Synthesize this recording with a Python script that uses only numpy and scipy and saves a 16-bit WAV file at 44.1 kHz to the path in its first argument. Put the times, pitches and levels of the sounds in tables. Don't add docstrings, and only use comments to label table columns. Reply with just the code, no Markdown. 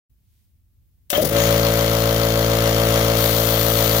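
import sys
import numpy as np
from scipy import signal
from scipy.fft import rfft, irfft, next_fast_len
from scipy.io import wavfile
from scipy.ndimage import map_coordinates

SR = 44100
rng = np.random.default_rng(int(sys.argv[2]) if len(sys.argv) > 2 else 0)


def file_out(sig):
    cols = np.atleast_2d(sig).T
    lim = np.clip(cols, -1, 1)
    pcm = np.round(lim * 32767).astype(np.int16)
    wavfile.write(sys.argv[1], SR, pcm)


N = 176400
T = np.arange(N) / SR
RUN_HZ, MAINS_HZ = 56.55, 60

# (frequency [Hz], level [dB])
BALANCE_DB = [(60, 1.2), (110, 0.4), (200, 2.3), (380, 0.7), (560, 6.4), (750, 7.5), (1290, 10), (2400, 11),
              (4400, 7.5), (7000, 10), (9300, 2.4), (10400, 10.4), (11500, 4.3), (15000, 11.9)]
# (frequency [Hz], correlation [0-1])
COHERENCE = [(130, 0.62), (640, 1), (1400, 0.69), (3000, 0.084)]
# (time [s], speed [turns/s])
SHAFT_HZ = [(1.11, 6), (1.16, 20), (1.25, 41), (1.3, 55), (1.33, 56.54), (2.8, 56.54), (3.3, 56.59)]
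# (frequency [Hz], width [Hz], gain [dB])
BODY_MODES = [(222, 116, -2.5), (552, 119, -0.5), (1270, 325, -21.5)]
GUST_SHAPE = [(.17, .13, 1), (.79, .05, .8)]

# (frequency [Hz], relative density [dB])
RUMBLE_SPECTRUM = [(20, -12), (50, 5.5), (100, 3.5), (150, -10.5), (260, -18), (450, -31), (1000, -39.5),
                   (3000, -39), (9000, -40.5), (15000, -31)]
SNAP_SPECTRUM = [(200, -16), (1500, -6), (3000, 0), (7000, -2), (10000, -1.5), (15800, 3)]
HISS_SPECTRUM = [(1500, -16), (3500, -12), (6800, -1), (7600, -20.5), (10000, -17), (12200, 1.5),
                 (13200, 3.5), (14400, 7), (15000, 11.5), (15800, -8.5)]
AIR_SPECTRUM = [(25, -14), (90, 0), (280, -2.5), (480, 3), (610, 12.5), (780, 1), (1000, 1.5), (1230, 5),
                (1550, 1.5), (2100, 3), (2500, -2.5), (3000, 0.5), (3550, 1), (4250, -5), (5100, -9.5),
                (5800, -4), (6300, -10.5), (6800, -4), (7600, -15), (9000, -8.5), (12000, -11.5),
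                (16000, -26)]
PUFF_SPECTRUM = [(1500, -24), (4500, -1.5), (6500, -5), (8000, -10), (10200, 0), (12000, -3), (14000, 2),
                 (15800, 3)]
CLICK_SPECTRUM = [(500, -45), (1800, -5), (3300, -7), (4600, 10.5), (6800, -5.5), (7800, -7), (9300, -6),
                  (12000, -3.5), (16000, -17)]
LEAK_SPECTRUM = [(2500, -27), (3250, -3), (3700, -3.5), (4300, -3.5), (5200, -11.5), (9000, -10.5),
                 (12200, -5.5), (13000, 0.5), (14000, 4), (15800, -8)]

# (time [s], level [dB])
HISS_DB = [(1.103, -30), (1.3, -38.5), (1.38, -30), (2.2, -32), (2.7, -32), (3.12, -31), (4, -29)]
DRONE_DB = [(1.127, -42), (1.15, -35.5), (1.24, -24), (1.29, -23.5), (1.35, -18), (1.5, -15.5),
            (1.9, -16.5), (2.6, -15.5), (3.0, -15), (3.4, -17), (4, -16.5)]
AIR_DB = [(1.11, 0), (1.135, -26.5), (1.17, -27), (1.205, -32.5), (1.3, -30.5), (1.37, -21.5),
          (1.44, -22.5), (1.6, -25), (2.4, -26.5), (2.95, -23.5), (3.4, -25.5), (4, -25)]
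LEAK_DB = [(3.15, -39), (3.18, -26), (3.6, -26.5), (4, -25.5)]

# (time [s], level [dB])
SWITCH_HITS = [(1.0975, -39), (1.102, -13.5), (1.115, -26)]
KNOCK_HITS = [(1.129, -14), (1.1795, -7), (1.2235, -15), (1.2395, -10), (1.2525, -17), (1.265, -15),
              (1.321, -15), (1.3565, -15), (1.374, -15)]
AIR_PUFFS = [(1.175, -22.5), (1.22, -23), (1.23, -22), (1.253, -18), (1.263, -30), (1.275, -23),
             (1.294, -22.5), (1.314, -30), (1.332, -26)]
HARD_CLICKS = [(1.6325, -19), (1.7737, -19), (2.0923, -19), (2.9418, -17.5), (3.0825, -19), (3.8952, -18.5),
               (3.9665, -19)]

# (time [s], width [s], level [dB])
RUSTLE_SWELL = (0.37, 0.1, -70.5)
# (time [s], pitch [Hz], level [dB])
GROAN_PATH = [(1.105, 590, -37), (1.135, 570, -26), (1.155, 570, -27), (1.188, 605, -19), (1.203, 625, -13),
              (1.215, 650, -20), (1.224, 540, -19), (1.255, 490, -29)]
HARMONICS_DB = [-6.3, 0, -8, -9, -11, -10, -16, -4.3, -5.5, -2.5, -12, -9.3, -21, -18, -25, -20, -19, -30,
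                -19, -26, -20, -22, -19, -20, -25, -21, -26, -21, -25, -25]
# (frequency [Hz], power share [0-1])
RECURRING_SHARE = [(700, .8), (3000, .25)]
# (time [s], pitch [Hz], width [s], level [dB], roughness [rad])
REED_NOTES = [(1.137, 720, .006, -24, 0.17), (1.156, 3170, 0.006, -19, 0.65),
              (1.175, 230, 0.012, -28, 0.12), (1.195, 313, 0.012, -27, 0.11), (1.227, 220, .008, -22, .1),
              (1.242, 130, .008, -23, .1), (1.425, 6680, .04, -28.5, 2.3)]
# (frequency [Hz], relative level [dB])
PLATE_MODES = [(3215, -11.5), (4260, -15.5), (5700, -21), (6680, -21)]


def amp(db):
    return 10 ** (np.asarray(db) / 20)


def unit(x):
    return x / np.sqrt(np.mean(np.atleast_2d(x).mean(0) ** 2) + 1e-20)


def along(points, hz):
    f, v = np.transpose(points)
    return np.interp(np.log(hz + 1), np.log(f + 1), v)


def level(points):
    return amp(np.interp(T, *np.transpose(points), left=-200))


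def wobble(rate_hz):
    return map_coordinates(rng.standard_normal(int(N * rate_hz / SR) + 4), [T * rate_hz])


def filtered(x, response):
    m = next_fast_len(N + SR // 2)
    return irfft(rfft(x, m) * response(np.fft.rfftfreq(m, 1 / SR)), m)[..., :N]


def sides(db):
    g = amp(db)
    return np.array([2 * g, 2 + 0 * g]) / (1 + g)


def placed(x, left_lag_s=.00018):
    delay_s = np.array([[.5], [-.5]]) * left_lag_s
    return filtered(x, lambda hz: sides(along(BALANCE_DB, hz)) * np.exp(-2j * np.pi * hz * delay_s))


def coloured(pair, spectrum):
    width = lambda hz: np.tan(np.arccos(np.clip(along(COHERENCE, hz), -1, 1)) / 2)
    mid, side = filtered(pair, lambda hz: amp(along(spectrum, hz)) * np.array([1 + 0 * hz, width(hz)]))
    return unit(np.array([mid + side, mid - side]))


def noise(spectrum):
    return coloured(rng.standard_normal((2, N)), spectrum)


def blend(a, b, share):
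    return filtered(a, lambda hz: share(hz) ** .5) + filtered(b, lambda hz: (1 - share(hz)) ** .5)


def bursts(hits, t60_s):
    impulses = np.zeros(N)
    for s, db in hits:
        impulses[int(np.clip(s * SR, 0, N - 1))] += amp(db)
    return signal.lfilter([1], [1, -amp(-60 / (t60_s * SR))], impulses)


def swell(at_s, width_s):
    return np.exp(-.5 * ((T - at_s) / width_s) ** 2)


def body(hz):
    return sum((-1) ** k * amp(db) * 1j * hz * width / (centre ** 2 - hz ** 2 + 1j * hz * width)
               for k, (centre, width, db) in enumerate(BODY_MODES))


def shaft(discharge_s=2.0553):
    speed_hz = np.interp(T, *np.transpose(SHAFT_HZ))
    turns = np.cumsum(speed_hz) / SR
    return speed_hz, turns - np.interp(discharge_s, T, turns)


def slip_rad(s, peak_s=1.51):
    return 2 * np.pi * 2 * (MAINS_HZ - RUN_HZ) * (s - peak_s)


def gust(turns, depth_db):
    swells = sum(share * np.exp(-.5 * (((turns - at + .5) % 1 - .5) / width) ** 2)
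                 for at, width, share in GUST_SHAPE)
    return unit(amp(depth_db * swells))


def rumble(level_db=-60, swing_db=1, from_s=.1):
    fade_in = np.clip((T - from_s) / .005 + 1, 0, 1)
    low = noise(RUMBLE_SPECTRUM) * amp(level_db + swing_db * wobble(11)) * fade_in
    at_s, width_s, db = RUSTLE_SWELL
    return low + noise(SNAP_SPECTRUM) * amp(db) * swell(at_s, width_s)


def switch():
    return unit(placed(noise(SNAP_SPECTRUM))) * bursts(SWITCH_HITS, t60_s=.038)


def room(x, level_db=-7, t60_s=.24):
    t = T[:SR // 2]
    tail = rng.standard_normal((2, len(t))) * amp(-60 * t / t60_s) * (t > .004)
    return amp(level_db) * signal.fftconvolve(x, tail / np.linalg.norm(tail[0]), axes=1)[:, :N]


def jet(spectrum, left_db=23):
    return unit(noise(spectrum) * sides(left_db)[:, None])


def hiss(flow):
    return jet(HISS_SPECTRUM) * level(HISS_DB) * flow


def groan(rough_rad=.3):
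    s, hz, db = np.transpose(GROAN_PATH)
    phase = 2 * np.pi * np.cumsum(np.interp(T, s, hz)) / SR + rough_rad * wobble(250)
    return amp(np.interp(T, s, db, left=-200, right=-200)) * np.sin(phase)


def drone(speed_hz, turns, intake_turn=.51, intake_top_hz=300, tank_order=10, unloaded_orders=(3, 10)):
    orders = np.arange(len(HARMONICS_DB)) + 1
    unloaded_db = 5 * np.exp(-np.maximum(T - 1.38, 0) / .52)
    slip = slip_rad(T)
    tank_throb = 1 + .15 * np.cos(slip) + .1 * np.cos(2 * slip)
    tone = np.zeros(N)
    for k in orders:
        hz = k * RUN_HZ
        intake = 2 * np.exp(-(hz / intake_top_hz) ** 2 - 2j * np.pi * k * intake_turn)
        beat = tank_throb if k == tank_order else 1 + .22 * (hz > 540) * np.exp(1j * slip)
        waver = (.03 + .003 * k) * (wobble(23.92) + 1j * wobble(24.03))
        frame_scatter_rad = rng.uniform(-1, 1) * (np.pi if hz > 720 else .25)
        phase = 2 * np.pi * k * turns + np.angle(-body(hz) - intake) + frame_scatter_rad
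        db = np.interp(k * speed_hz / RUN_HZ, orders, HARMONICS_DB)
        db += unloaded_db * (k in unloaded_orders)
        tone += amp(db) * ((beat + waver) * np.exp(1j * phase)).real
    limp = 1 + .05 * np.cos(np.pi * turns)
    return placed(unit(tone) * limp * level(DRONE_DB))


def rattle(turns, period_turns):
    size = int(period_turns * SR / RUN_HZ)
    index = turns / period_turns % 1 * size
    loops = rng.standard_normal((2, size))
    return np.array([map_coordinates(loop, [index], mode="grid-wrap") for loop in loops])


def air(turns, flutter_db=.6):
    turn_share = lambda hz: .18 * along([(1300, 0), (1800, 1), (7000, .1)], hz)
    beat_share = lambda hz: along(RECURRING_SHARE, hz)
    loose = blend(rattle(turns, period_turns=8), rng.standard_normal((2, N)), beat_share)
    mix = blend(rattle(turns, period_turns=1), loose, turn_share)
    rush = unit(placed(coloured(mix, AIR_SPECTRUM)))
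    return rush * gust(turns, depth_db=4) * amp(flutter_db * wobble(29.84)) * level(AIR_DB)


def knocks(low_cut_hz=199):
    blows = bursts(KNOCK_HITS, t60_s=.0014)
    thuds = filtered(blows, lambda hz: -body(hz) * hz / (hz - 1j * low_cut_hz))
    peak_db = max(db for s, db in KNOCK_HITS)
    return amp(peak_db) * thuds / np.abs(thuds).max()


def reeds():
    return sum(amp(db) * swell(s, width_s) * np.sin(2 * np.pi * hz * T + rough_rad * wobble(600))
               for s, hz, width_s, db, rough_rad in REED_NOTES)


def puffs(width_s=.0044):
    return jet(PUFF_SPECTRUM) * sum(amp(db) * swell(s, width_s) for s, db in AIR_PUFFS)


def valve(turns, from_s=1.35, lag_s=.0014, jitter_s=.00008, t60_s=.008):
    shut_s = T[1:][np.diff(np.floor(turns)) > 0] + lag_s
    shut_s = shut_s[shut_s > from_s]
    late, hard = rng.standard_normal((len(shut_s), 2)).T
    shut_s += jitter_s * late
    db = -20.5 + .6 * hard + 1.6 * np.cos(2 * slip_rad(shut_s))
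    crack = np.cos(np.angle(signal.hilbert(noise(CLICK_SPECTRUM))))
    envelope = np.maximum(bursts(zip(shut_s, db), t60_s), bursts(HARD_CLICKS, t60_s))
    return unit(placed(crack)) * envelope + plate(shut_s, db)


def plate(shut_s, click_db, t60_s=.07, rise_db_per_s=.5):
    force = amp(click_db + rise_db_per_s * (shut_s - shut_s.mean()))
    blows = np.bincount((shut_s * SR).astype(int), force, N)[:N]
    t = T[:SR // 2]
    ring = sum(amp(db - 60 * t / t60_s) * np.sin(2 * np.pi * hz * t) for hz, db in PLATE_MODES)
    return placed(signal.fftconvolve(blows, ring)[:N])


def leak(flow):
    return jet(LEAK_SPECTRUM) * level(LEAK_DB) * flow


def scene(first_stroke_s=1.1285, flutter_db=1.1):
    speed_hz, turns = shaft()
    mechanics = switch() + placed(knocks() + reeds() + groan()) + valve(turns)
    pumping = np.clip((T - first_stroke_s) / .001, 0, 1)
    pump = (drone(speed_hz, turns) + air(turns)) * pumping
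    flow = gust(turns, depth_db=3) * amp(flutter_db * wobble(220))
    jets = puffs() + hiss(flow) + leak(flow)
    return pump + jets + mechanics + room(mechanics) + rumble()


def record(dry, ceiling=.8, top_hz=15850):
    rounded = dry / (1 + np.abs(dry / ceiling) ** 8) ** (1 / 8)
    return filtered(rounded, lambda hz: np.clip((top_hz - hz) / 100 + .5, 0, 1))


dry = scene()
out = record(dry)
file_out(out)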